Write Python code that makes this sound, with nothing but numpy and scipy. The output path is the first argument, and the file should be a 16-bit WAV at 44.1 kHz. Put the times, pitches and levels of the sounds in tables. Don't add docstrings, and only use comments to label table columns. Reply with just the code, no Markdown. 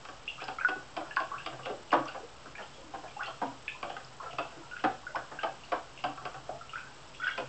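import sys
import numpy as np
from scipy import signal
from scipy.fft import rfft, irfft, next_fast_len
from scipy.io import wavfile
from scipy.ndimage import map_coordinates

SR = 44100
rng = np.random.default_rng(int(sys.argv[2]) if len(sys.argv) > 2 else 0)


def invert_db(level):
    return 10 ** (np.asarray(level, dtype=float) / 20)


def output_pcm(signal):
    pcm = np.clip(np.atleast_2d(signal).T, -1, 1) * 32767
    wavfile.write(sys.argv[1], SR, np.round(pcm).astype(np.int16))


N = 329868


def unit(x):
    return x / np.sqrt(np.mean(x ** 2) + 1e-20)


def along(points, hz):
    f, v = np.transpose(points)
    return np.interp(np.log(hz + 1), np.log(f + 1), v)


def wobble(rate_hz):
    knots = rng.standard_normal(int(N * rate_hz / SR) + 4)
    return map_coordinates(knots, [np.arange(N) * rate_hz / SR])


def filtered(x, response):
    m = next_fast_len(N + SR // 2)
    return irfft(rfft(x, m) * response(np.fft.rfftfreq(m, 1 / SR)), m)[..., :N]


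def modes(table):
    def response(f):
        total = 0
        for k, (centre_hz, width_hz, level_db) in enumerate(table):
            damping = 1j * f * width_hz
            total = total + (-1) ** k * invert_db(level_db) * damping / (centre_hz ** 2 - f * f + damping)
        return total
    return response


def noise(spectrum):
    return unit(filtered(rng.standard_normal(N), lambda hz: invert_db(along(spectrum, hz))))


def swells(table, rise_s, fall_s, base_db):
    t = np.arange(0, N + 64, 64) / SR
    power = invert_db(base_db) ** 2
    for crest_s, level_db in table:
        shape = np.where(t < crest_s, ((crest_s - t) / rise_s) ** 2, (t - crest_s) / fall_s)
        power = power + invert_db(level_db) ** 2 * np.exp(-2 * shape)
    return np.interp(np.arange(N) / SR, t, np.sqrt(power))


def bubbles(table, onset_s):
    out = np.zeros(N + SR)
    for start_s, peak_db, pitch_hz, t60_s, rise in table:
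        t60_s = np.clip(t60_s, .005, .3)
        t = np.arange(int(t60_s * SR)) / SR
        envelope = invert_db(peak_db - 60 * t / t60_s) * (1 - np.exp(-t / onset_s))
        cycles = pitch_hz * (t + rise * t * t / t60_s)
        out[round(start_s * SR):][:len(t)] += envelope * np.sin(2 * np.pi * cycles)
    return out[:N]


# freq_hz, density_db
RUMBLE_SPECTRUM = [(21, -35.5), (36, -3.5), (49, -5), (97, -9.5), (140, -5.5), (194, -13.5), (293, -10),
                   (400, -13.5), (520, -46.5), (880, -120)]
# freq_hz, density_db
AIR_SPECTRUM = [(240, -34), (420, -2.5), (772, 0), (1310, -2), (2090, -16.5), (3030, -7.5), (4240, -24.5),
                (8000, -30)]
# freq_hz, level_db
WHINE_TONES = [(49, -76.5), (7647.5, -85), (7677.5, -74.5), (7707, -76), (7736.5, -84)]


def background():
    t = np.arange(N) / SR
    rumble = invert_db(-60 + 0.35 * wobble(3.4)) * noise(RUMBLE_SPECTRUM)
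    air = invert_db(-54.57 + 0.57 * wobble(30)) * noise(AIR_SPECTRUM)
    tones = np.zeros(N)
    for freq_hz, level_db in WHINE_TONES:
        gain = invert_db(level_db + 4.0 + 1.2 * wobble(1.5))
        tones += gain * np.sin(2 * np.pi * freq_hz * t + 0.4 * wobble(12))
    return rumble + air + tones


# crest_s, drone_db
LEAN_CRESTS = [(.02, -58.5), (.46, -60), (.8, -56.5), (1.05, -58.5), (1.37, -60), (1.57, -47.5),
               (1.98, -49), (2.5, -64), (3.29, -54), (3.48, -55.5), (4.06, -57), (4.37, -54), (4.89, -50.5),
               (5.36, -61), (6.06, -50.5), (6.25, -53), (6.38, -49.5), (6.55, -56.5), (6.86, -62),
               (7.46, -48)]


def counter_drone():
    rough = unit(filtered(rng.standard_normal(N), modes([(127.1, 12, -2), (144.0, 18, -1.5)])))
    tone = np.sin(2 * np.pi * 130 * np.arange(N) / SR + 1.8 * wobble(5))
    gain = swells(LEAN_CRESTS, rise_s=.04, fall_s=.083, base_db=-65) * invert_db(-3.5)
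    return gain * (.8 * rough + 1.5 * tone)


# centre_hz, width_hz, level_db
BOOM_MODES = [(291.4, 58, 6.5), (344.5, 200, -1)]
# centre_hz, width_hz, level_db
WALL_MODES = [(491.8, 39, -0.5), (576, 63, -2.5), (665, 64, 0), (760, 71, 4), (880, 120, -6),
              (1004, 133, -6)]
# centre_hz, width_hz, level_db
RIM_MODES = [(1000, 48, -8), (1137, 80, -1), (1320, 78, -2), (1440, 70, -5.5), (1562, 72, -4),
             (1800, 240, -14.5)]
# centre_hz, width_hz, level_db
CLICK_MODES = [(2050, 740, -5.5), (2610, 320, 4.5), (3350, 420, -5.5), (4800, 590, -7.5)]
# start_s, peak_db, rim_db, click_db
SHARP_BLOWS = [(.05, -41.5, 6, 0), (.086, -33.5, 0.5, -10.5), (.416, -30.5, -5.5, -8), (.481, -26, -24, -8),
               (.685, -21, -5.5, -12), (0.966, -22, -12, -12), (1.163, -38, -17, 2.5),
               (1.201, -26, -18, -9.5), (1.461, -26, -6.5, -4.5), (1.657, -25.5, -15.5, -9.5),
               (1.918, -24.5, -11, -8.5), (3.277, -35.5, 2.5, -11.5), (3.828, -25.5, -5.5, -9.5),
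               (3.9, -32, -4.5, -13), (3.966, -35.5, 3, -4), (4.33, -34, -17.5, -24),
               (4.384, -20.5, -5.5, -9), (4.839, -15, -6.5, -16), (5.155, -25.5, -1, -11),
               (5.432, -21, -6, -9), (5.719, -19.5, -4, -14.5), (6.039, -20.5, -4, -9),
               (6.174, -44.5, 8.5, -3), (6.252, -27.5, -1.5, -7.5), (6.342, -34, 1, -12.5),
               (7.377, -23.5, -9.5, -8)]
# start_s, peak_db, boom_db, rim_db
DEEP_BLOWS = [(.757, -38.5, -5, -3), (1.008, -31, -22.5, -10), (1.051, -45.5, -31, 8.5),
              (1.528, -33, -15, -12.5), (1.591, -37, -28.5, 0.5), (1.697, -29, -9.5, -8.5),
              (1.927, -11, -20.5, -5), (2.146, -28.5, -25.5, -11), (2.199, -39.5, -11, -9.5),
              (2.456, -41, -8.5, 1.5), (2.937, -27, -18.5, -31.5), (3.034, -36.5, -19, -10),
              (3.416, -20, -30, -11), (4.568, -49, 1.5, -14), (5.315, -34, -12, -2.5),
              (6.213, -38.5, -15.5, 0.5), (6.491, -32.5, -22.5, -9)]
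# start_s, peak_db, rim_db, boom_db
REBOUND_BLOWS = [(0.486, -28.5, -4, -26.5), (0.692, -26, -5, -26.5), (0.976, -23, -8, -25.5),
                 (1.467, -25.5, -8, -23.5), (1.666, -26, -8.5, -28), (1.705, -26.5, -7.5, -25.5),
                 (1.937, -15, -10, -22.5), (1.937, -11.5, -6, -26.5), (1.969, -17.5, -7, -26),
                 (2.154, -29, -7, -25), (2.946, -28, -9, -27), (3.426, -18.5, -10.5, -28.5),
                 (3.437, -22.5, -9.5, -22), (3.498, -32.5, -10, -24.5), (3.844, -24.5, -9, -26.5),
                 (4.404, -26, -7, -24.5), (4.451, -29, -10, -25), (4.852, -18.5, -8, -25.5),
                 (4.865, -23.5, -7.5, -23), (5.164, -25, -6.5, -26.5), (5.441, -19, -6, -27.5),
                 (5.472, -27.5, -10, -22.5), (5.728, -19, -8, -24), (5.759, -23, -9.5, -24.5),
                 (6.047, -21.5, -8.5, -22), (6.084, -28.5, -8, -26), (6.259, -27.5, -6, -24),
                 (7.386, -30, -7, -23), (7.419, -33, -8, -25.5)]

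SHARP_BOOM_DB, SHARP_CONTACT_S = -22, .005
DEEP_CLICK_DB, DEEP_MUFFLES, DEEP_CONTACT_S = -53.5, .83, .0046
HARD_BOOM_DB = {blow[0]: boom_db for blow, boom_db
                in zip(SHARP_BLOWS[16:22], (-25.5, -18.5, -22, -21, -28, -20.5))}
KNOCKS = sorted(
    [(s, db, HARD_BOOM_DB.get(s, SHARP_BOOM_DB), rim_db, click_db, SHARP_CONTACT_S)
     for s, db, rim_db, click_db in SHARP_BLOWS]
    + [(s, db, boom_db, rim_db, DEEP_CLICK_DB - DEEP_MUFFLES * db, DEEP_CONTACT_S)
       for s, db, boom_db, rim_db in DEEP_BLOWS])


def knocks():
    force = np.zeros((4, N + SR))
    t = np.arange(2048) / SR
    attack = 1 - np.exp(-t / [[.005], [.0015], [.0004], [.0007]])
    for start_s, peak_db, boom_db, rim_db, click_db, contact_s in KNOCKS:
        life_s = np.maximum(contact_s * np.array([[1.2], [1.1], [.8], [.55]]), 5e-4)
        chatter = rng.standard_normal((4, len(t))) * np.exp(-t / life_s) * attack
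        chatter /= np.linalg.norm(chatter, axis=1)[:, None]
        chatter[:, 8] += [0.36, 0.6, 0.72, 0.13]
        chatter[:, 400] += [0.33, 0.45, 0.35, 0.22]
        drive_db = peak_db + np.array([[49.0 + boom_db], [33], [36.0 + rim_db], [33.5 + click_db]])
        force[:, round(start_s * SR):][:, :len(t)] += invert_db(drive_db) * chatter
    for start_s, peak_db, rim_db, boom_db in REBOUND_BLOWS:
        drive_db = peak_db - 4.5 + np.array([49.5 + boom_db, 33, 36.0 + rim_db])
        force[:3, round(start_s * SR)] += invert_db(drive_db)

    def thin(hz):
        return (1j * hz / (210 + 1j * hz)) ** 2 / (1 + 1j * hz / 6000) ** 2

    bodies = (BOOM_MODES, WALL_MODES, RIM_MODES, CLICK_MODES)
    ringing = sum(filtered(f[:N], modes(body)) for f, body in zip(force, bodies))
    return filtered(ringing, thin)


# freq_hz, density_db
SPLASH_SPECTRUM = [(120, -59.5), (200, -11), (294, -18), (470, -4), (751, -2), (1240, -10), (1370, -2),
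                   (2010, -13.5), (6000, -39.5), (7800, -71.5), (13200, -120)]


def slaps():
    burst = np.zeros(N + SR)
    t = np.arange(SR // 4) / SR
    for start_s, peak_db, *_ in KNOCKS:
        decay = invert_db(peak_db - 60 * t / .12)
        burst[round(start_s * SR):][:len(t)] += decay * np.minimum(t / 0.0062, 1)
    lumpy = invert_db(6.6 * wobble(160)) * noise(SPLASH_SPECTRUM)
    churn = filtered(lumpy, lambda hz: hz ** 4 / (hz ** 4 + 196.0 ** 4))
    return invert_db(-14) * burst[:N] * unit(churn)


def gurgle():
    below_db, spread_s, lowest_hz, span = -16, .09, 330, 3.5
    wake = []
    for start_s, peak_db, *_ in KNOCKS * 4:
        a, b, c = rng.random(3)
        level_db = peak_db + below_db - 12.5 * a - 6.5 * b
        wake.append((start_s + .012 + spread_s * a, level_db, lowest_hz * span ** c, .024, .3))
    return bubbles(wake, onset_s=.0015)


# start_s, peak_db, pitch_hz, t60_s, rise_share
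GLIDE_BUBBLES = [(.278, -18.5, 2578, 0.028, 0.21), (2.632, -43, 1342, 0.072, 0.08),
                 (6.798, -39.5, 1410, 0.047, 0.18), (0.284, -21.5, 2990, 0.0063, 0.2),
                 (0.39, -42, 1225, 0.13, 1.2), (5.439, -21, 620, .025, 1.0), (3.425, -15, 820, .018, .3),
                 (5.727, -17, 880, .018, .3), (1.931, -16, 1000, .03, .15), (1.944, -18, 560, .04, .15),
                 (4.85, -20, 800, .025, .2), (.974, -25, 700, .025, .2), (3.417, -24, 950, .015, .2),
                 (5.721, -24, 1150, .02, .1), (1.932, -27, 300, .07, .05), (3.42, -31, 265, .06, .05),
                 (6.044, -33, 280, .07, .05), (1.704, -29, 330, .05, .2), (7.39, -32, 520, .04, .1),
                 (1.169, -4.5, 1504, 0.0094, 0.072), (1.336, -35, 1193, 0.093, 0.77),
                 (2.087, -32, 1460, 0.031, 0.043), (3.165, -35, 825, 0.16, 0.019),
                 (3.193, -30, 1000, 0.067, 1.3), (4.213, -33.5, 1266, 0.039, 0.044),
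                 (5.147, -25.5, 808, 0.063, 1.57), (5.159, -24.5, 1374, 0.049, 0.37),
                 (0.403, -33, 2323, 0.029, 0.3), (.585, -30.5, 2050, 0.023, 0.17),
                 (1.401, -34, 1520, 0.026, 0.23), (1.72, -34.5, 511, 0.046, 0.037),
                 (3.06, -47, 1517, 0.065, 0.58), (7.275, -35.5, 1901, .09, 0.046),
                 (3.249, -38.5, 1800, 0.026, 0.24), (6.51, -35, 695, 0.15, 0.012),
                 (7.226, -37, 1894, 0.12, 0.036), (7.228, -37, 2400, .02, 0.15)]
# start_s, peak_db, pitch_hz, t60_s
TRAIL_BUBBLES = [(0.28, -32.5, 3306, 0.014), (.44, -37.5, 2870, 0.024), (.452, -38.5, 1553, 0.047),
                 (1.196, -33, 2600, 0.015), (1.409, -38, 2820, 0.024), (1.45, -34, 3400, 0.012),
                 (1.71, -33.5, 553, .05), (1.925, -34.5, 3150, 0.019), (3.08, -41, 2400, 0.034),
                 (3.11, -42, 2305, 0.034), (3.166, -42.5, 2690, 0.034), (3.2, -39, 798, 0.04),
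                 (3.229, -37, 3310, .025), (3.235, -38, 6360, 0.013), (3.249, -36, 2690, 0.027),
                 (3.27, -37.5, 3710, 0.011), (3.27, -36.5, 811, .04), (3.68, -35.5, 3350, 0.024),
                 (3.734, -37.5, 2610, .03), (4.2, -35, 1304, .04), (4.3, -36.5, 704, .04),
                 (4.312, -42, 2800, .02), (4.445, -41.5, 2700, .02), (4.62, -43, 940, .05),
                 (4.635, -40.5, 1342, .04), (5.033, -40.5, 1100, .03), (5.093, -38, 596, .04),
                 (5.438, -30.5, 2550, 0.017), (5.468, -31.5, 1576, .03), (6.006, -41.5, 2730, 0.016),
                 (6.775, -34, 1500, .05), (6.83, -39, 1480, .05), (6.87, -41, 1550, .04),
                 (7.381, -35, 300, .06), (1.728, -33, 480, .04), (7.148, -41, 3284, 0.026),
                 (7.2, -41, 3320, 0.037), (7.218, -37, 2183, 0.027), (7.266, -36.5, 3280, .04),
                 (7.284, -24, 1553, .03), (7.31, -36, 2755, 0.036), (7.314, -32, 1587, 0.034),
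                 (7.332, -39.5, 3186, .04), (7.334, -33, 1493, .03)]
# start_s, peak_db, pitch_hz, t60_s
LARGE_BUBBLES = [(.381, -30, 1204, 0.014), (.585, -23.5, 1320, 0.037), (0.61, -23.5, 1531, 0.053),
                 (1.11, -29.5, 1660, 0.026), (1.168, -15.5, 1080, 0.041), (1.316, -24, 1109, 0.05),
                 (2.059, -26.5, 1126, 0.027), (2.551, -36.5, 1602, 0.036), (2.582, -30.5, 1765, 0.025),
                 (3.208, -19, 1470, 0.02), (3.226, -26.5, 1395, 0.023), (3.682, -32.5, 1710, 0.05),
                 (3.749, -38, 989, 0.05), (3.898, -36, 795, 0.093), (3.966, -22, 1440, 0.012),
                 (4.2, -29, 1039, 0.031), (4.261, -32, 1314, 0.075), (4.713, -34, 1440, 0.042),
                 (4.733, -30.5, 1440, 0.045), (4.766, -24.5, 1486, 0.016), (5.067, -24, 1440, 0.023),
                 (5.388, -24.5, 1537, 0.027), (6.492, -20, 654, 0.023), (6.611, -31, 1320, 0.027),
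                 (6.733, -29, 1294, 0.046), (6.757, -17, 1440, 0.012), (7.199, -32, 1343, 0.068),
                 (7.217, -27.5, 1482, 0.035), (7.235, -23, 1440, 0.04), (7.269, -9.5, 1513, 0.016)]
# start_s, peak_db, pitch_hz
SPRAY_DROPS = [(0.435, -40, 3870), (0.441, -29, 4870), (1.163, -29, 4520), (2.056, -33, 5600),
               (2.083, -33, 4460), (3.234, -38, 4940), (3.26, -33, 4150), (4.047, -34.5, 4790),
               (5.159, -32.5, 5040), (5.65, -39.5, 4330), (7.236, -38, 4850), (7.279, -36, 4800),
               (7.304, -36, 5400)]
# start_s, peak_db, pitch_hz
SMALL_BUBBLES = [(.601, -30.5, 2350), (1.109, -33, 2650), (1.383, -30.5, 2526), (1.633, -35.5, 2710),
                 (1.653, -32, 2774), (1.907, -30.5, 2720), (2.084, -31, 2650), (2.554, -32, 2230),
                 (2.581, -37, 2500), (2.627, -36.5, 2946), (2.74, -40.5, 3160), (3.234, -47, 2100),
                 (3.233, -30, 2580), (3.267, -31, 2966), (3.68, -18.5, 2434), (3.898, -34, 3000),
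                 (4.712, -38, 2600), (4.766, -35.5, 2500), (4.798, -36.5, 2820), (5.393, -31, 2634),
                 (5.636, -36, 2680), (5.976, -34, 2610), (5.993, -39.5, 2725), (6.694, -33, 2700),
                 (6.738, -37, 2355), (6.783, -33.5, 2400), (7.148, -39.5, 2580), (7.243, -27.5, 3123),
                 (7.274, -28.5, 2697), (7.311, -31, 3126)]
# start_s, peak_db, pitch_hz
GLUG_POCKETS = [
    (1.703, -37, 372),
    (1.749, -47, 318),
    (2.231, -38, 457),
    (2.779, -40.5, 504),
    (2.84, -44, 297.4),
    (7.39, -38, 318.5),
]


def free(table, cycles, rise):
    return [(s, db, hz, cycles / hz, rise) for s, db, hz in table]


def trapped_bubbles():
    large = [(*bubble, .058) for bubble in LARGE_BUBBLES + TRAIL_BUBBLES]
    out = bubbles(large + GLIDE_BUBBLES, onset_s=.0016)
    out += bubbles(free(SMALL_BUBBLES + SPRAY_DROPS, cycles=41.7, rise=.16), onset_s=.00038)
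    return out + bubbles(free(GLUG_POCKETS, cycles=30, rise=.13), onset_s=.0028)


def shed_bubbles():
    shed = []
    for start_s, peak_db, pitch_hz, *_ in (LARGE_BUBBLES + SMALL_BUBBLES) * 3:
        a, b, c = rng.random(3)
        shed.append((start_s + .045 * a, peak_db - 6.5 - 8 * b, .85 * pitch_hz * 1.6 ** c, .012, .2))
    return bubbles(shed, onset_s=.0027)


# crest_s, level_db
TRICKLE_CRESTS = [(.3, -53), (.42, -49.5), (.7, -51.5), (1.2, -49.5), (1.4, -56), (1.66, -53), (1.95, -48),
                  (2.09, -51), (2.6, -53.5), (3.1, -54.5), (3.26, -48), (3.45, -56), (3.9, -53),
                  (4.32, -53), (4.43, -51), (4.78, -54), (5.42, -54), (5.99, -55.5), (6.75, -52.5),
                  (7.16, -55.5), (7.27, -48), (7.4, -49.5)]
# freq_hz, density_db
TRICKLE_SPECTRUM = [(1500, -40.5), (2100, -6), (2700, 1), (3300, -2), (3900, -15.5), (5500, -16.5),
                    (8000, -43.5)]


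def trickle():
    grains = unit(invert_db(3 * wobble(220) + 2.5 * wobble(40)) * noise(TRICKLE_SPECTRUM))
    return swells(TRICKLE_CRESTS, rise_s=.025, fall_s=.05, base_db=-79.5) * grains


# crest_s, water_db
SURGE_CRESTS = [(.45, -45.5), (.62, -45.5), (.74, -43), (.98, -41.5), (1.06, -44), (1.32, -40.5),
                (1.53, -46), (1.72, -50.5), (1.8, -55), (1.98, -36), (2.08, -41.5), (2.6, -46), (3.21, -40),
                (3.31, -45), (3.44, -45), (3.84, -42), (4.24, -40), (4.37, -57.5), (4.52, -44.5),
                (4.89, -41), (5.17, -52), (5.36, -43.5), (6.07, -42.5), (6.25, -40.5), (6.55, -54.5),
                (6.88, -49.5), (7.25, -45), (7.41, -46.5)]


def swish():
    slosh = unit(invert_db(3 * wobble(25)) * noise(SPLASH_SPECTRUM))
    fizz = [(N / SR * a, -4 - 3 * np.log(1 - b), 700 * 5 ** c, .008, .3) for a, b, c in rng.random((280, 3))]
    gain = swells(SURGE_CRESTS, rise_s=.019, fall_s=.044, base_db=-62.5) * invert_db(-10)
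    return gain * (slosh + bubbles(fizz, onset_s=.00066))


# start_s, peak_db, pitch_hz, t60_s, rise_share
PLOP_PARTS = [
    (.648, -6, 1465, .03, .011),
    (.649, -15, 1490, .09, .011),
    (.7, -30, 1480, .28, .002),
]


def plop():
    return bubbles(PLOP_PARTS, onset_s=.0016)


# centre_hz, width_hz, level_db
HOLLOW_MODES = [(765, 34, 2.5), (1161, 8, -7.5), (1438, 29, 5), (1526, 21, -1.5), (1660, 22, 1),
                (2650, 14, 0), (2820, 27, -8)]


def bucket_hollow(ringing, stick):
    from_water = filtered(invert_db(-1) * ringing, modes(HOLLOW_MODES))
    from_stick = filtered(invert_db(-15.5) * stick, modes(HOLLOW_MODES[:5]))
    return from_water + from_stick


# freq_hz, t60_s
ROOM_DECAY = [(150, 0.36), (700, 0.25), (1500, 0.33), (3000, 0.32), (8000, 0.32)]
# delay_s, level_db
NEAR_ECHOES = [(.0023, -27), (.0046, 3), (.0071, -11.5), (.0095, 3.5), (0.0127, -2), (.0152, -8),
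               (.021, -5.5), (.039, -6)]
# freq_hz, level_db
ROOM_COLOUR = [(100, 2.5), (800, 3), (1500, -1), (2100, -5.5), (2700, -1.5), (3300, 0.5), (4200, -2.5),
               (8000, -18)]


def kitchen(x):
    late = np.zeros(N + SR)
    hop = SR // 6
    for start in range(0, N, hop):
        hz, t, z = signal.stft(rng.standard_normal(SR // 2), SR, nperseg=256)
        decay = invert_db(-60 * t / along(ROOM_DECAY, hz)[:, None])
        tail = signal.istft(z * decay, SR, nperseg=256)[1]
        tail *= 1 - np.exp(-np.arange(len(tail)) / SR / 0.0022)
        wet = signal.fftconvolve(x[start:start + hop], tail / np.linalg.norm(tail))
        late[start:][:len(wet)] += wet

    def echoes(hz):
        return sum(invert_db(db) * np.exp(-2j * np.pi * hz * s) for s, db in NEAR_ECHOES)

    answer = invert_db(1.5) * late[:N] + invert_db(-10.5) * filtered(x, echoes)
    return filtered(answer, lambda hz: invert_db(along(ROOM_COLOUR, hz)))


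def scene():
    stick = knocks()
    burst = plop()
    plop_share = invert_db(-9)
    ringing = trapped_bubbles() + shed_bubbles() + swish() + slaps() + plop_share * burst
    wet = kitchen(invert_db(-3) * stick + invert_db(-1) * ringing)
    out = background() + counter_drone() + stick + ringing + bucket_hollow(ringing, stick) + wet
    out += gurgle() + trickle() + (1 - plop_share) * burst
    return out[None]


# freq_hz, level_db
SMOOTHING_FILTER = [(4400, -1.05), (5300, 0.5), (6200, -4.5), (7500, -2.5), (8000, -6), (8350, -14.5),
                    (8750, -27.5), (9100, -62.5)]


def coarse_converter(dry):
    rate_hz, step, rest = 16000, .0055, .0004
    offset = -.0024
    count = N * rate_hz // SR
    slow = irfft(rfft(dry)[:, :count // 2 + 1], count) * count / N
    steps = np.fft.fft(step * np.round((slow + offset) / step) + rest)
    hz = np.fft.rfftfreq(N, 1 / SR)
    mirrored = steps[:, np.arange(len(hz)) % count]
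    return irfft(mirrored * invert_db(along(SMOOTHING_FILTER, hz)), N) * N / count


def low_pass(x):
    return signal.sosfilt(signal.butter(12, 8890, fs=SR, output="sos"), x)


def record(dry):
    mix = coarse_converter(dry)
    return low_pass(mix)


dry = scene()
out = record(dry)
output_pcm(out)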